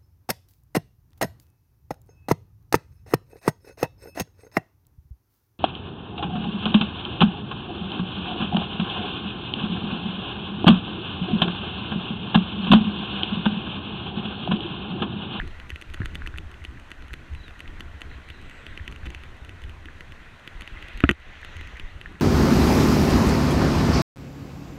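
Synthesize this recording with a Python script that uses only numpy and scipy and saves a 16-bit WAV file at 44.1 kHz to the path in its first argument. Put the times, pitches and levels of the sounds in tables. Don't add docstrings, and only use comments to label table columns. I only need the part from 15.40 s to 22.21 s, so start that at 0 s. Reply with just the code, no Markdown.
import sys
import numpy as np
from scipy import signal
from scipy.fft import rfft, irfft, next_fast_len
from scipy.io import wavfile
from scipy.ndimage import uniform_filter1d, map_coordinates

SR = 44100
rng = np.random.default_rng(int(sys.argv[2]) if len(sys.argv) > 2 else 0)


def voltage_ratio(decibels):
    exponent = np.asarray(decibels, float) / 20
    return 10 ** exponent


def log_audio(samples):
    frames = np.atleast_2d(samples).T
    limited = np.clip(frames, -1, 1)
    pcm = np.round(limited * 32767).astype(np.int16)
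    wavfile.write(sys.argv[1], SR, pcm)


N = 300321

# start_s, peak_db, pitch_hz
SWINGS = [(0.001, -16, 38.2), (0.18, -28, 59.2), (0.324, -19, 70), (0.599, -15, 100), (0.644, -18, 58.3),
          (0.835, -17, 38), (0.936, -21.5, 67.3), (4.55, -30, 70), (1.213, -23.5, 75), (1.279, -21.5, 63),
          (1.715, -25.5, 62), (2.277, -24, 38), (2.348, -29, 38), (2.539, -26, 69.6), (2.649, -26, 76),
          (2.75, -25, 62), (2.899, -28, 79), (3.403, -21.5, 70), (3.48, -24.5, 56), (3.668, -17, 63),
          (4.015, -24, 61.5), (5.15, -22.5, 37), (5.32, -22, 37.2), (5.451, -38, 37.7),
          (5.547, -17.5, 36.3), (6.013, -35, 61), (6.154, -23.5, 81), (6.333, -25, 59.4),
          (6.435, -28, 35.7), (6.65, -31, 46)]
# centre_hz, width_hz, level_db
HOUSING = [(1436, 357, -6), (1947, 133, 2), (2617, 340, 0), (3062, 140, -0.5), (3428, 127, -5.5),
           (4460, 310, -12.5), (4490, 170, -9)]
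# centre_hz, width_hz, level_db
CATCH = [(6030, 200, 3.5), (6770, 120, 2), (7330, 270, -4.5), (8800, 490, -2.5), (10370, 850, -4.5),
         (11430, 310, -3.5), (12200, 280, -18), (14120, 950, -11), (15400, 600, -14)]


def unit(x):
    return x / np.sqrt(np.mean(x ** 2) + 1e-20)


def along(points, hz):
    f, v = np.transpose(points)
    return np.interp(np.log(hz + 1), np.log(f + 1), v, right=-140)


def curves(rows):
    s, *cols = np.transpose(rows)
    return [np.interp(np.arange(N) / SR, s, c) for c in cols]


def wobble(rate):
    knots = rng.standard_normal(int(N * rate / SR) + 4)
    return map_coordinates(knots, [np.arange(N) * rate / SR])


def filtered(x, response):
    m = next_fast_len(len(x) + 8192)
    return irfft(rfft(x, m) * response(np.fft.rfftfreq(m, 1 / SR)), m)[:len(x)]


def resonant(x, modes):
    def body(f):
        total = 0
        for k, (centre, width, db) in enumerate(modes):
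            damping = 1j * f * width
            total = total + (-1) ** k * voltage_ratio(db) * damping / (centre * centre - f * f + damping)
        return total

    impulse = np.eye(1, 512)[0]
    return filtered(x, body) / np.abs(filtered(impulse, body)).max()


def rush(spectrum, patchy_db):
    z = signal.stft(rng.standard_normal(N), nperseg=512)[2]
    field = uniform_filter1d(rng.standard_normal(z.shape), 5, 0)
    field = uniform_filter1d(field, 8, 1)
    noise = signal.istft(z * voltage_ratio(patchy_db * unit(field)), nperseg=512)[1][:N]
    return unit(filtered(noise, lambda hz: voltage_ratio(along(spectrum, hz))))


def blows(times, levels_db, chatter_s, touch):
    u = np.arange(200) / SR / chatter_s
    shape = rng.standard_normal((len(times), len(u))) * u * np.exp(-u)
    shape[:, 0] = -touch
    shape *= (voltage_ratio(levels_db) / np.linalg.norm(shape, axis=1))[:, None]
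    at = np.round(np.asarray(times) * SR).astype(int)[:, None] + np.arange(len(u))
    return np.bincount(at.ravel(), shape.ravel(), N + SR)[:N]


def softened(x, top_hz):
    return signal.sosfilt(signal.butter(4, top_hz, fs=SR, output="sos"), x)


def ring(t, hz, t60, rise_s):
    return -np.sin(2 * np.pi * hz * t) * voltage_ratio(-60 * t / t60) * (1 - np.exp(-t / rise_s))


def traffic():
    # time_s, level_db
    nearness = [(0.0, -50.5), (0.3, -54.5), (0.74, -52.5), (1.1, -55.5), (1.71, -55.5), (2.48, -54),
                (3.3, -50.5), (3.6, -52.5), (4.48, -55.5), (5.22, -52), (5.42, -48.5), (5.58, -45.5),
                (5.71, -50.5), (5.9, -46.5), (6.16, -47), (6.58, -52.5), (6.81, -54.5)]
    # frequency_hz, level_db
    roar = [(200, -22), (450, -2), (640, -2.5), (850, -3.5), (1050, -2), (1700, -8), (2400, -36),
            (4000, -74)]
    # frequency_hz, level_db
    car = [(1000, -22.5), (1700, -6.5), (2300, -9), (3200, -3.5), (4100, -12.5), (4700, -21), (7000, -46)]
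    # frequency_hz, level_db
    tyres = [(2700, -35), (4200, -0.5), (5300, -7), (7300, -6.5), (9600, -12.5), (12200, -17), (15050, -15),
             (15400, -39), (16800, -70)]
    # centre_hz, width_hz, lift_db
    cavities = [(1056, 420, 1), (1473, 280, 7.5), (1930, 330, 11.5), (2478, 570, 9), (3720, 75, 4.5),
                (4070, 190, 2.5), (6100, 1170, 4.5), (8620, 700, 2), (10400, 600, 2.5)]
    near_db, = curves(nearness)
    swing_db = near_db + 54
    flutter = wobble(9)
    air = voltage_ratio(-56.5 + 0.31 * swing_db + 0.36 * flutter) * rush(roar, patchy_db=1.5)
    air += voltage_ratio(near_db - 6.5 + 0.21 * flutter + 0.49 * wobble(25)) * rush(car, patchy_db=2.0)
    air += voltage_ratio(-71 + 0.085 * swing_db + 0.37 * flutter) * rush(tyres, patchy_db=0.1)
    return filtered(air, lambda f: voltage_ratio(sum(db * np.exp(-2 * ((f - c) / w) ** 2) for c, w, db in cavities)))


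def wildlife():
    # time_s, pitch_hz, level_db
    bird = [
        [(1.953, 3900, -66), (1.97, 4020, -57), (1.99, 4010, -63), (2.008, 3950, -55), (2.02, 3750, -58)],
        [(2.032, 4100, -58), (2.045, 3930, -51), (2.06, 3780, -56), (2.08, 3670, -56), (2.095, 3540, -53)],
    ]
    # start_s, length_s, centre_hz, width_hz, level_db
    verge = [(2.13, .05, 3900, 200, -65), (2.69, .07, 4000, 350, -58.5), (2.848, 0.19, 3950, 400, -62),
             (2.995, 0.38, 7800, 700, -74), (3.65, .022, 6000, 6900, -59.5), (5.795, 0.73, 6200, 1500, -69)]
    out, t = np.zeros(N), np.arange(N) / SR
    for note in bird:
        hz, db = curves(note)
        sounding = (t > note[0][0]) & (t < note[-1][0])
        phase = 2 * np.pi * np.cumsum(hz) / SR
        out += sounding * voltage_ratio(db + 0.3 + 2.5 * wobble(90)) * np.sin(phase)
    for s, length, centre_hz, width_hz, db in verge:
        band = filtered(rng.standard_normal(N), lambda f: np.exp(-2 * ((f - centre_hz) / width_hz) ** 2))
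        swell = np.sin(np.pi * np.clip((t - s) / length, 0, 1)) ** 0.6
        out += voltage_ratio(db) * unit(band) * swell
    return out


def shake():
    # time_s, level_db
    roughness = [(0.0, -33), (0.36, -42), (0.64, -34), (0.85, -27.5), (1.05, -37), (1.3, -40.5),
                 (1.99, -39), (2.35, -35.5), (2.6, -38.5), (3.1, -43.5), (3.5, -36.5), (4.17, -38.5),
                 (4.5, -42.5), (5.08, -45.5), (5.4, -37), (5.8, -43), (6.25, -36.5), (6.81, -39.5)]
    # frequency_hz, density_db
    fork = [(8, -21), (16, -1), (28, -12), (46, -14), (70, -6.5), (95, -15), (140, -32), (300, -67)]
    # frequency_hz, density_db
    tyre_drum = [(60, -31), (110, -0.5), (200, -5.5), (330, -7.5), (420, -13.5), (700, -44)]
    surge_db, fade_s = 24.5, 0.051
    rough_db, = curves(roughness)
    s, db, _ = np.transpose(SWINGS)
    since = np.arange(N) / SR - s[:, None]
    surge = 1 + voltage_ratio(db + surge_db) @ ((since > 0) * np.exp(-np.abs(since) / fade_s))
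    lumps = wobble(16)
    bounce = unit(voltage_ratio(1.8 * lumps) * rush(fork, patchy_db=3.0))
    drum = unit(voltage_ratio(2.2 * lumps + 2.3 * wobble(30)) * rush(tyre_drum, patchy_db=-0.5))
    drum_db = -53 + 0.28 * (rough_db - rough_db.mean())
    return voltage_ratio(rough_db - 2.5) * bounce + voltage_ratio(drum_db) * np.sqrt(surge) * drum


def heaves():
    out, t = np.zeros(N + SR), np.arange(SR // 5) / SR
    for s, db, hz in SWINGS:
        out[round(s * SR):][:len(t)] += voltage_ratio(db + 1.5) * ring(t, hz, t60=0.11, rise_s=0.011)
    return out[:N]


def knocks():
    # start_s, peak_db, pitch_hz
    thumps = [(.0002, -19, 1700), (0.013, -34, 1930), (0.018, -33, 1600), (0.217, -40, 1640),
              (0.318, -33.5, 1810), (0.5748, -37, 1500), (0.618, -25, 1720), (0.632, -35, 1750),
              (0.8199, -28.5, 1550), (0.862, -28.5, 1830), (0.9407, -32.5, 1530), (0.96, -33.5, 1830),
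              (1.2195, -39.5, 1990), (1.3735, -38, 1770), (1.7072, -37, 1730), (2.258, -36.5, 1920),
              (2.7144, -36, 1880), (3.3262, -38, 1620), (3.3976, -32, 1830), (3.632, -36, 1620),
              (4.4855, -31.5, 1715), (5.373, -36, 1960), (5.653, -27, 1710), (5.9534, -38, 1770),
              (6.0306, -30, 1790), (6.357, -37, 2040), (6.3674, -35, 1880), (6.3744, -35, 1930),
              (6.659, -27, 1776), (6.755, -39, 1930)]
    out, t = np.zeros(N + SR), np.arange(900) / SR
    for s, db, hz in thumps:
        out[round(s * SR):][:len(t)] += voltage_ratio(db + 11.5) * ring(t, hz, t60=0.0075, rise_s=0.00072)
    return out[:N]


def contacts():
    # landing_s, flight_ms, lift_db, landing_db
    rocks = [(0.3028, 8.2, -42, -21.5), (0.4222, 8.5, -38.5, -26.5), (0.543, 5.2, -39, -21.5),
             (0.6575, 6.5, -42, -19.5), (0.754, 6.4, -41.5, -19.5), (0.8733, 8.5, -42, -20.5),
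             (0.9837, 8.3, -38, -21.5), (1.2494, 8.8, -42, -23), (1.516, 11.2, -45, -24),
             (1.738, 5.4, -37.5, -21), (1.9495, 14.6, -50, -33), (2.2042, 11.5, -42.5, -25),
             (2.406, 9, -44, -21.5), (2.6171, 9.3, -44, -22.5), (2.9017, 14, -42.5, -26),
             (3.025, 10.1, -48, -40), (3.111, 14.4, -42.5, -36), (3.524, 10.1, -44, -30),
             (3.8359, 10.5, -58, -30.5), (4.2382, 19.4, -46, -31), (5.22, 11.3, -35.5, -26.5)]
    # start_s, level_db, latch_over_usual_db
    seats = [(0.1994, -29, -5), (0.3588, -25.5, -4), (0.5005, -35, 0), (1.1416, -34.5, -5),
             (1.623, -32.5, -5), (1.682, -36.5, 3), (2.0805, -31.5, -2), (2.1076, -41, 3),
             (2.2771, -29, -7), (3.2657, -24.5, -4), (3.3752, -24, -7), (3.478, -22.5, 0.5),
             (3.5608, -32.5, 1.5), (3.7475, -24, -1), (4.0929, -29.5, 2), (4.2948, -33, 1.5),
             (4.4564, -29.5, -5), (4.6072, -26.5, -2.5), (4.7211, -30.5, 0), (4.996, -39, 3),
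             (5.0757, -22.5, -1), (5.2756, -26, -3), (5.4251, -27.5, -3), (5.533, -35.5, -2.5),
             (5.6042, -19.5, -2), (6.0474, -24.5, 3), (6.2108, -27.5, 0), (6.3972, -23.5, -1.5),
             (6.613, -28, 0), (6.7238, -41, 2)]
    # start_s, level_db
    touches = [(0.076, -43.5), (1.1148, -45.5), (1.3105, -55.5), (1.3974, -47), (3.3536, -57),
               (3.449, -53.5), (3.7032, -38.5), (3.9666, -54), (4.048, -42.5), (5.4838, -41), (5.5745, -39),
               (5.7464, -52), (5.8, -49), (6.0147, -46), (6.1667, -38.5), (6.2729, -40.5), (6.37, -45),
               (6.799, -43.5)]
    # start_s, spacing_s, scatter_s, level_db, latch_over_usual_db
    shiver = (3.656, .0024, .0008, -34, -8)
    start_s, spacing_s, scatter_s, shiver_db, over_db = shiver
    firm = seats + [(s, db, 0) for s, _, _, db in rocks]
    for k in range(7):
        s = start_s + k * spacing_s + scatter_s * rng.normal()
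        firm.append((s, shiver_db + 2 * rng.normal(), over_db))
    light = touches + [(s - ms / 1000, db) for s, ms, db, _ in rocks]
    return [(s, db - 16.5 + extra, db) for s, db, extra in firm] + [(s, db, db + 8) for s, db in light]


def rattle():
    # centre_hz, width_hz, level_db
    tongue_modes = [(4420, 270, 2), (6110, 340, 3), (6620, 200, 0.5), (7330, 200, -27), (8360, 710, -2.5),
                    (11800, 500, -18), (13500, 900, -15)]
    # centre_hz, width_hz, level_db
    bracket_modes = [(150, 84, -2), (330, 88, 0.5)]
    s, latch_db, shell_db = np.transpose(contacts())
    firm = np.clip((shell_db - latch_db - 5.5) / 14, 0.05, 0.95)
    seat_db = latch_db + 10 * np.log10(firm)
    tongue_db = latch_db + 10 * np.log10(1 - firm)
    shell = resonant(blows(s, shell_db, chatter_s=0.0003, touch=4.5), HOUSING)
    shell = softened(shell, 4760)
    seat = resonant(blows(s, seat_db, chatter_s=0.0002, touch=2.3), CATCH)
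    tongue = resonant(blows(s, tongue_db, chatter_s=0.0006, touch=2.9), tongue_modes)
    push = softened(blows(s, shell_db - 16, chatter_s=0.00049, touch=8.5), 860)
    return shell + seat + tongue + resonant(push, bracket_modes)


def bumps():
    # start_s, thud_db, crack_db, rattle_db, thud_pitch_hz
    jolts = [
        (0.6028, -20, -34, -70, 194),
        (0.6156, -26, -44, -70, 330),
        (5.6379, 0.5, -24, -55, 275),
        (5.6387, -18.5, -6.5, -48, 680),
        (5.691, -9, 0.5, -35, 225),
        (5.6943, -10.5, -10, -31, 345),
        (5.7056, -15, -20, -55, 217),
        (5.7114, -16, -12.5, -31, 330),
    ]
    # pitch_hz, level_db, t60_s
    frame_modes = [(132, -20, 0.086), (194, 3, 0.019), (578, -25, 0.043), (1337, -5.5, 0.022),
                   (1436, -1, 0.017), (1600, -2, 0.013), (1880, -16, 0.017)]
    # start_s, level_db
    kicks = [
        (5.6377, -10),
        (5.7044, -17.5),
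        (5.7127, -39),
    ]
    out, t = np.zeros(N + SR), np.arange(SR // 5) / SR
    frame = sum(voltage_ratio(db) * ring(t, f, t60, 0.0043) for f, db, t60 in frame_modes)
    for s, thud_db, _, _, hz in jolts:
        thud = ring(t, hz, t60=0.036, rise_s=0.001)
        out[round(s * SR):][:len(t)] += voltage_ratio(thud_db - 1) * (thud + frame)
    for s, db in kicks:
        out[round(s * SR):][:len(t)] -= voltage_ratio(db) * ring(t, 68, t60=0.13, rise_s=0.0011)
    s, _, crack_db, rattle_db, _ = np.transpose(jolts)
    crack = resonant(blows(s, crack_db, chatter_s=0.0004, touch=5.5), HOUSING)
    struck = softened(softened(out[:N], 5500) + crack, 3070)
    return struck + resonant(blows(s, rattle_db, chatter_s=0.0007, touch=1.9), CATCH)


def scene():
    outside = traffic() + wildlife()
    bicycle = shake() + heaves()
    mount = knocks() + rattle() + bumps()
    return (outside + bicycle + mount)[None]


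def roll_off(x):
    return signal.sosfilt(signal.butter(12, 16300, fs=SR, output="sos"), x)


def record(dry):
    # start_s, depth_db, recovery_s
    duck = (5.716, -7, 0.16)
    s, depth_db, recovery_s = duck
    since = np.arange(N) / SR - s
    dip = np.clip(since / 0.032, 0, 1) * np.exp(-np.abs(since) / recovery_s)
    ducked = dry[0] * voltage_ratio(depth_db * dip)
    port = filtered(ducked, lambda f: 1 / (1 + (f / 15500) ** 40))
    clipped = port / (1 + np.abs(port) ** 12) ** (1 / 12)
    return roll_off(clipped[None])


dry = scene()
out = record(dry)
log_audio(out)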